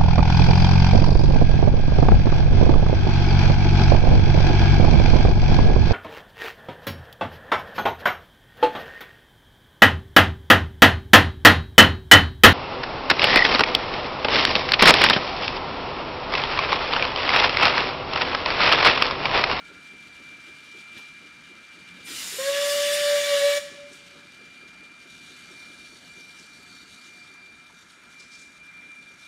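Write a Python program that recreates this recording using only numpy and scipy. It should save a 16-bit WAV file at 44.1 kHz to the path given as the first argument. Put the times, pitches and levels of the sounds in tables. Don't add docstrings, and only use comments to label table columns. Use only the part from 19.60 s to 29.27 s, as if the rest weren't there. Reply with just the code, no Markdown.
import sys
import numpy as np
from scipy import signal
from scipy.fft import rfft, irfft, next_fast_len
from scipy.io import wavfile
from scipy.ndimage import uniform_filter1d, map_coordinates

SR = 44100
rng = np.random.default_rng(int(sys.argv[2]) if len(sys.argv) > 2 else 0)


def store_pcm(level_fs):
    pcm = np.round(np.clip(level_fs, -1, 1) * 32767).astype(np.int16)
    wavfile.write(sys.argv[1], SR, np.atleast_2d(pcm).T)


N = 426447


def amp(db):
    return 10 ** (np.asarray(db) / 20)


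def unit(x):
    return x / np.sqrt(np.mean(x ** 2) + 1e-20)


def clock():
    return np.arange(N) / SR


def along(points, hz):
    freqs, values = np.transpose(points)
    return np.interp(np.log(hz + 1), np.log(freqs + 1), values)


def curve(points):
    times, values = np.transpose(points)
    return np.interp(clock(), times, values)


def settling(start_s, rise_s):
    return 1 - np.exp(-np.maximum(clock() - start_s, 0) / rise_s)


def wobble(rate):
    return map_coordinates(rng.standard_normal(int(N * rate / SR) + 4), [clock() * rate])


def wavering(phase, depth, rate):
    tone = (1 + depth * wobble(rate)) * np.sin(phase) + depth * wobble(rate) * np.cos(phase)
    return tone / np.sqrt(1 + 2 * depth ** 2)


def filtered(x, response):
    size = next_fast_len(N + SR // 2)
    return irfft(rfft(x, size) * response(np.fft.rfftfreq(size, 1 / SR)), size)[..., :N]


def resonance(hz, centre_hz, width_hz):
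    return 1j * hz * width_hz / (centre_hz ** 2 - hz ** 2 + 1j * hz * width_hz)


def rush(colour, patchy_db):
    spectrum = signal.stft(rng.standard_normal(N), nperseg=512)[2]
    patches = uniform_filter1d(rng.standard_normal(spectrum.shape), size=5, axis=0)
    patches = uniform_filter1d(patches, size=9, axis=1)
    noise = signal.istft(spectrum * amp(patchy_db * unit(patches)), nperseg=512)[1][:N]
    low_hz, high_hz = colour[0][0], colour[-1][0]
    edge_fade = lambda hz: np.minimum(1, hz / low_hz) ** 2 / np.maximum(1, hz / high_hz) ** 2
    return unit(filtered(noise, lambda hz: amp(along(colour, hz)) * edge_fade(hz)))


def puffs(rows, sharpness, rise_s, fall_s):
    out = np.zeros(N + 2 * SR)
    t = np.arange(-SR // 4, SR // 4) / SR
    hz = np.fft.rfftfreq(len(t), 1 / SR)
    shape = np.exp(-(np.minimum(t, 0) / rise_s) ** 2 - np.maximum(t, 0) / fall_s)
    for peak_s, db, centre_hz in rows:
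        band = resonance(hz, centre_hz, centre_hz / sharpness) ** 2
        noise = irfft(rfft(rng.standard_normal(len(t))) * band, len(t))
        start = round((peak_s + 1 + t[0]) * SR)
        out[start:][:len(t)] += amp(db) * unit(noise * shape) * np.sqrt(np.mean(shape ** 2))
    return out[SR:SR + N]


# t/s, level/dB
WALL_ECHOES = [(.06, -26), (.19, -25), (.29, -24), (.69, -40.5)]
# f/Hz, t/s
YARD_FADE = [(200, 0.48), (600, 0.88), (2000, 0.8), (6000, 0.79), (14000, 0.39)]
# f/Hz, level/dB
LEAF_SCATTER = [(600, -14), (1400, -9.5), (3500, -11), (8000, -7)]
def yard(x, dull_above_hz=1800):
    hz, t, spectrum = signal.stft(rng.standard_normal(SR), SR, nperseg=256)
    fade = amp(-60 * t / along(YARD_FADE, hz)[:, None])
    tail = signal.istft(spectrum * fade, SR, nperseg=256)[1]
    scattered = signal.fftconvolve(x, tail / np.linalg.norm(tail))[:N]
    scattered = filtered(scattered, lambda f: amp(along(LEAF_SCATTER, f)))
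    echoes = sum(amp(db) * np.pad(x, (round(delay_s * SR), 0))[:N] for delay_s, db in WALL_ECHOES)
    return scattered + filtered(echoes, lambda f: 1 / (1 + (f / dull_above_hz) ** 2))


# t/s, level/dB
DRONE_LEVEL = [(0, -79), (1.2, -80), (2, -89), (5.5, -79), (6.5, -75.5), (7.8, -70.5), (8.3, -83)]
def drone(pitch_hz=718):
    tone = wavering(2 * np.pi * pitch_hz * clock(), depth=.9, rate=22)
    return amp(curve(DRONE_LEVEL)) * unit(tone)


# t/s, level/dB
RUMBLE_LEVEL = [(0, -57.5), (1.9, -60.5), (2.45, -55.5), (4.8, -59), (6.9, -58.5), (7.8, -61.5),
                (9.67, -61)]
# f/Hz, level/dB
RUMBLE_COLOUR = [(30, -24), (50, -8), (100, -6.5), (125, -4), (175, 1), (240, 1.5), (330, -3.5), (420, -10),
                 (700, -10.5), (900, -18)]
def rumble():
    return amp(curve(RUMBLE_LEVEL)) * rush(RUMBLE_COLOUR, patchy_db=1.5)


# f/Hz, level/dB
SIMMER_COLOUR = [(400, -20), (720, -22.5), (850, -10), (1130, -9), (1250, -1), (1390, 0.5), (1490, -2.5),
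                 (1640, 2), (1880, -7.5), (2120, -0.5), (2300, -2), (2600, -9), (3300, -16), (5000, -53)]
def simmer(level_db=-54.0, start_m=32, speed_m_per_s=1.07):
    nearness = start_m / (start_m + speed_m_per_s * clock())
    return nearness * amp(level_db + 0.74 * wobble(3.85)) * rush(SIMMER_COLOUR, patchy_db=1.0)


# t/s, level/dB, f/Hz
GROANS = [(.1, -54.5, 1387), (2.32, -59, 182.4)]
def groans():
    return puffs(GROANS, sharpness=20, rise_s=.12, fall_s=0.073)


# t/s, level/dB, f/Hz
CLANKS = [(1.37, -46, 199), (1.38, -59, 11000), (1.39, -54, 895), (4.345, -59.5, 9000), (7.75, -57, 1043),
          (8.1, -57, 990)]
def clanks():
    return puffs(CLANKS, sharpness=2.3, rise_s=0.0034, fall_s=0.02)


# t/s, level/dB, f/Hz
SPITS = [(1.375, -47, 2950), (4.34, -53, 7000), (6.8, -51, 4950), (7.46, -56, 5040), (7.65, -56, 3960),
         (8.61, -50.5, 4460), (8.74, -50, 4600), (8.81, -50.5, 5540)]
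def spits(dull_above_hz=9000):
    bursts = amp(2.3 * wobble(150)) * puffs(SPITS, sharpness=1.02, rise_s=0.025, fall_s=0.045)
    return filtered(bursts, lambda hz: 1 / np.sqrt(1 + (hz / dull_above_hz) ** 10))


# t/s, level/dB
SIZZLE_LEVEL = [(0, -78), (5.3, -66.5), (6.5, -62), (6.8, -70), (7.0, -56.5), (7.35, -56.5), (7.65, -67),
                (7.9, -64), (8.2, -82)]
# f/Hz, level/dB
SIZZLE_COLOUR = [(4100, -17), (4420, 4), (4600, 0), (4750, 3), (4920, -34)]
def sizzle():
    return amp(curve(SIZZLE_LEVEL)) * rush(SIZZLE_COLOUR, patchy_db=3.5)


# f/Hz, level/dB
HISS_NEAR = [(1500, -14), (2250, 5.5), (2650, 4.5), (2850, 10.5), (3400, 6), (3700, 7.5), (4300, 2),
             (4650, 5), (5200, -3.5), (5600, 0), (7800, -7), (9100, -7.5), (13300, -21.5), (15700, -30)]
# f/Hz, level/dB
HISS_FAR = [(2000, -32), (2900, 1), (3300, 3), (3720, 4), (4150, 1), (4680, 1), (4900, -4.5), (5330, -3.5),
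            (5580, -1), (6300, -3.5), (7800, -7.5), (9100, -8), (12000, -18), (15000, -32)]
# t/s, level/dB
HISS_SWELL = [(0, -59.5), (1.2, -57.3), (1.9, -60), (2.3, -57.3), (4.3, -57.3), (5.3, -60.3), (5.62, -53.8),
              (6.4, -53.6), (7.5, -54.5), (7.8, -60.5), (8.3, -57.5), (9.15, -60.5), (9.67, -56)]
def seal_hiss(near_db=4, splutter_db=1.48, surge_db=1.22, ground_db=-14, ground_delay_s=0.001063):
    far = rush(HISS_FAR, patchy_db=2.0)
    ground_bounce = lambda hz: 1 + amp(ground_db) * np.exp(-2j * np.pi * hz * ground_delay_s)
    far = unit(filtered(far, ground_bounce))
    near = amp(near_db) * rush(HISS_NEAR, patchy_db=0.6)
    far_share = np.clip((clock() - 4.3) / 1.7, 0, 1)
    hiss = np.sqrt(1 - far_share) * near + np.sqrt(far_share) * far
    return hiss * amp(curve(HISS_SWELL) + splutter_db * wobble(220) + surge_db * wobble(35))


# t/s, level/dB
WHEEL_TURNS = [(.11, -54), (1.16, -54), (2.18, -57), (3.17, -57), (4.13, -54.5), (5.04, -56.5), (5.93, -55),
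               (6.81, -59.5), (7.71, -64), (8.61, -67), (9.52, -64)]
# share of the turn, added level/dB, f/Hz
TURN_BEATS = [(0, 2, 340), (.215, 0, 310), (.475, -.5, 305), (.75, -0.5, 320)]
def chuffs():
    starts, levels = np.transpose(WHEEL_TURNS)
    lengths = np.pad(np.diff(starts), (0, 1), mode="edge")
    beats = [(start + share * length, level + db, hz)
             for start, level, length in zip(starts, levels, lengths)
             for share, db, hz in TURN_BEATS]
    heard = [beat for beat in beats if beat[0] < N / SR]
    return puffs(heard, sharpness=1.56, rise_s=0.026, fall_s=0.026)


# t/s, f/Hz
LEAK_PITCH = [(0, 2352), (1.3, 2365), (4.25, 2367), (4.9, 2373), (5.5, 2375), (6.9, 2370), (8, 2373),
              (9.67, 2373)]
# t/s, level/dB
LEAK_SWELL = [(0, -49.5), (1.3, -45), (1.98, -51.5), (2.1, -47.5), (2.6, -49.5), (3.9, -48), (4.5, -54),
              (4.75, -49.5), (5.3, -50.5), (6.25, -47.5), (6.4, -62), (6.52, -46.5), (7.38, -54.5),
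              (7.52, -49), (8.1, -51), (8.32, -62), (8.58, -49.5), (8.84, -48), (8.94, -56), (9.02, -46),
              (9.48, -46), (9.58, -54), (9.67, -47)]
def leak(gain_db=-1.5, drift_hz=3, flicker_db=1.0):
    phase = 2 * np.pi * np.cumsum(curve(LEAK_PITCH) + drift_hz * wobble(25)) / SR
    loudness = amp(curve(LEAK_SWELL) + gain_db + flicker_db * wobble(10))
    return loudness * unit(wavering(phase, depth=0.27, rate=60))


OPEN_S, NOTE_START_S, SHUT_S = 2.432, 2.783, 3.977
def valve(opening_s=.02, closing_s=.012):
    t = clock()
    return np.clip((t - OPEN_S) / opening_s, 0, 1) * np.exp(-np.maximum(t - SHUT_S, 0) / closing_s)


# t/s, level/dB, f/Hz
COUGHS = [(2.515, -48, 300), (2.755, -49, 410)]
def coughs():
    return puffs(COUGHS, sharpness=1.9, rise_s=.035, fall_s=.035)


# f/Hz, level/dB
JET_COLOUR = [(150, -33), (450, -12.5), (750, -12), (1100, -11), (1400, -5.5), (1900, 0), (2450, -4),
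              (2950, 3), (3250, -1), (3650, 1), (4350, -4.5), (5000, -3), (6500, -10.5), (9000, -32)]
# f/Hz, level/dB
SPRAY_COLOUR = [(2500, -23), (4500, -4), (5500, -2.5), (6400, -5.5), (7200, 1.5), (8000, -4.5),
                (9100, -1.5), (10500, -7.5), (12500, -9.5), (15700, -15)]
# t/s, added level/dB, fade t/s
WATER_SPURTS = [(3.08, 5, 0.24), (3.34, 5.5, 0.034)]
def steam_jet(wet_db=-39, dry_db=-31.5, spray_db=-37, lag_s=.028):
    surge = amp(0.38 * wobble(40))
    steam_db = wet_db + (dry_db - wet_db) * settling(NOTE_START_S, rise_s=.09)
    steam = amp(steam_db) * rush(JET_COLOUR, patchy_db=2.1)
    steam *= settling(OPEN_S + lag_s, rise_s=.012)
    spurts_db = 0
    for peak_s, db, fade_s in WATER_SPURTS:
        rise = np.clip((clock() - peak_s) / 0.052 + 1, 0, 1)
        spurts_db += db * rise * (1 - settling(peak_s, fade_s))
    spray = amp(spray_db + spurts_db) * rush(SPRAY_COLOUR, patchy_db=2.0)
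    spray *= settling(OPEN_S, rise_s=0.086)
    return surge * (steam + spray)


# f/Hz, width/Hz, relative level/dB
BELL_RESONANCES = [(1664, 71, 1.5), (1896, 58, 9.5), (2890, 110, -1), (3130, 120, 2), (3600, 110, 7),
                   (3890, 58, -8), (4605, 140, -10), (5570, 66, 3), (6060, 36, 1), (6920, 120, 0.5)]
def bell_air(level_db=-36.5):
    ringing = sum(filtered(rng.standard_normal(N), lambda hz: amp(db) * resonance(hz, centre, width))
                  for centre, width, db in BELL_RESONANCES)
    return amp(level_db) * settling(NOTE_START_S, rise_s=0.014) * unit(ringing)


# t/s, f/Hz
WHISTLE_PITCH = [(3.15, 576), (3.43, 581), (3.7, 575), (3.81, 565), (3.87, 573), (4.0, 575)]
# t/s, level/dB
WHISTLE_LEVEL = [(2.795, -26.5), (2.831, -32.5), (2.897, -23), (2.919, -30), (3.031, -26), (3.421, -24),
                 (3.553, -19.5), (3.655, -29.5), (3.731, -20), (3.793, -27), (3.849, -19.5), (3.965, -25),
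                 (3.98, -21)]
# multiple of pitch, cool level/dB, warm level/dB
OVERTONES = [(2, -7, -7), (3, -2.5, -2.5), (4, -12, -0.5), (5, -5, -6.5), (6, -3, -6.5), (7, -20, -9.5),
             (8, -3, -17), (9, -10, -20)]
def whistle(slide_hz=54, slide_s=.092, jitter=0.00283, breath_db=-38, overtone_db=-36.5, flutter=0.54):
    pitch = curve(WHISTLE_PITCH) - slide_hz * (1 - settling(NOTE_START_S, slide_s))
    phase = 2 * np.pi * np.cumsum(pitch * (1 + jitter * wobble(110))) / SR
    breath = amp(breath_db) * (wobble(200) * np.sin(phase) + wobble(200) * np.cos(phase))
    note = settling(NOTE_START_S, rise_s=.008) * amp(curve(WHISTLE_LEVEL)) * (np.sin(phase) + breath)
    warmth = np.clip((clock() - 3) / 0.66, 0, 1)
    for multiple, cool_db, warm_db in OVERTONES:
        level_db = overtone_db + cool_db + warmth * (warm_db - cool_db) + 0.7 * wobble(14)
        build_up = settling(NOTE_START_S, rise_s=.00375 * (multiple - 1) ** 2)
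        tone = wavering(multiple * phase, depth=flutter * multiple / 4, rate=45)
        note += build_up * amp(level_db) * tone
    return np.sqrt(2) * note


def scene():
    blast = valve() * (coughs() + whistle() + steam_jet() + bell_air())
    engine = seal_hiss() + sizzle() + simmer() + rumble() + chuffs() + spits() + clanks() + groans()
    direct = blast + engine
    return np.tile(direct + yard(direct) + leak() + drone(), (2, 1))


def record(dry, top_hz=15720):
    return filtered(dry, lambda hz: hz < top_hz)


dry = scene()
out = record(dry)
store_pcm(out)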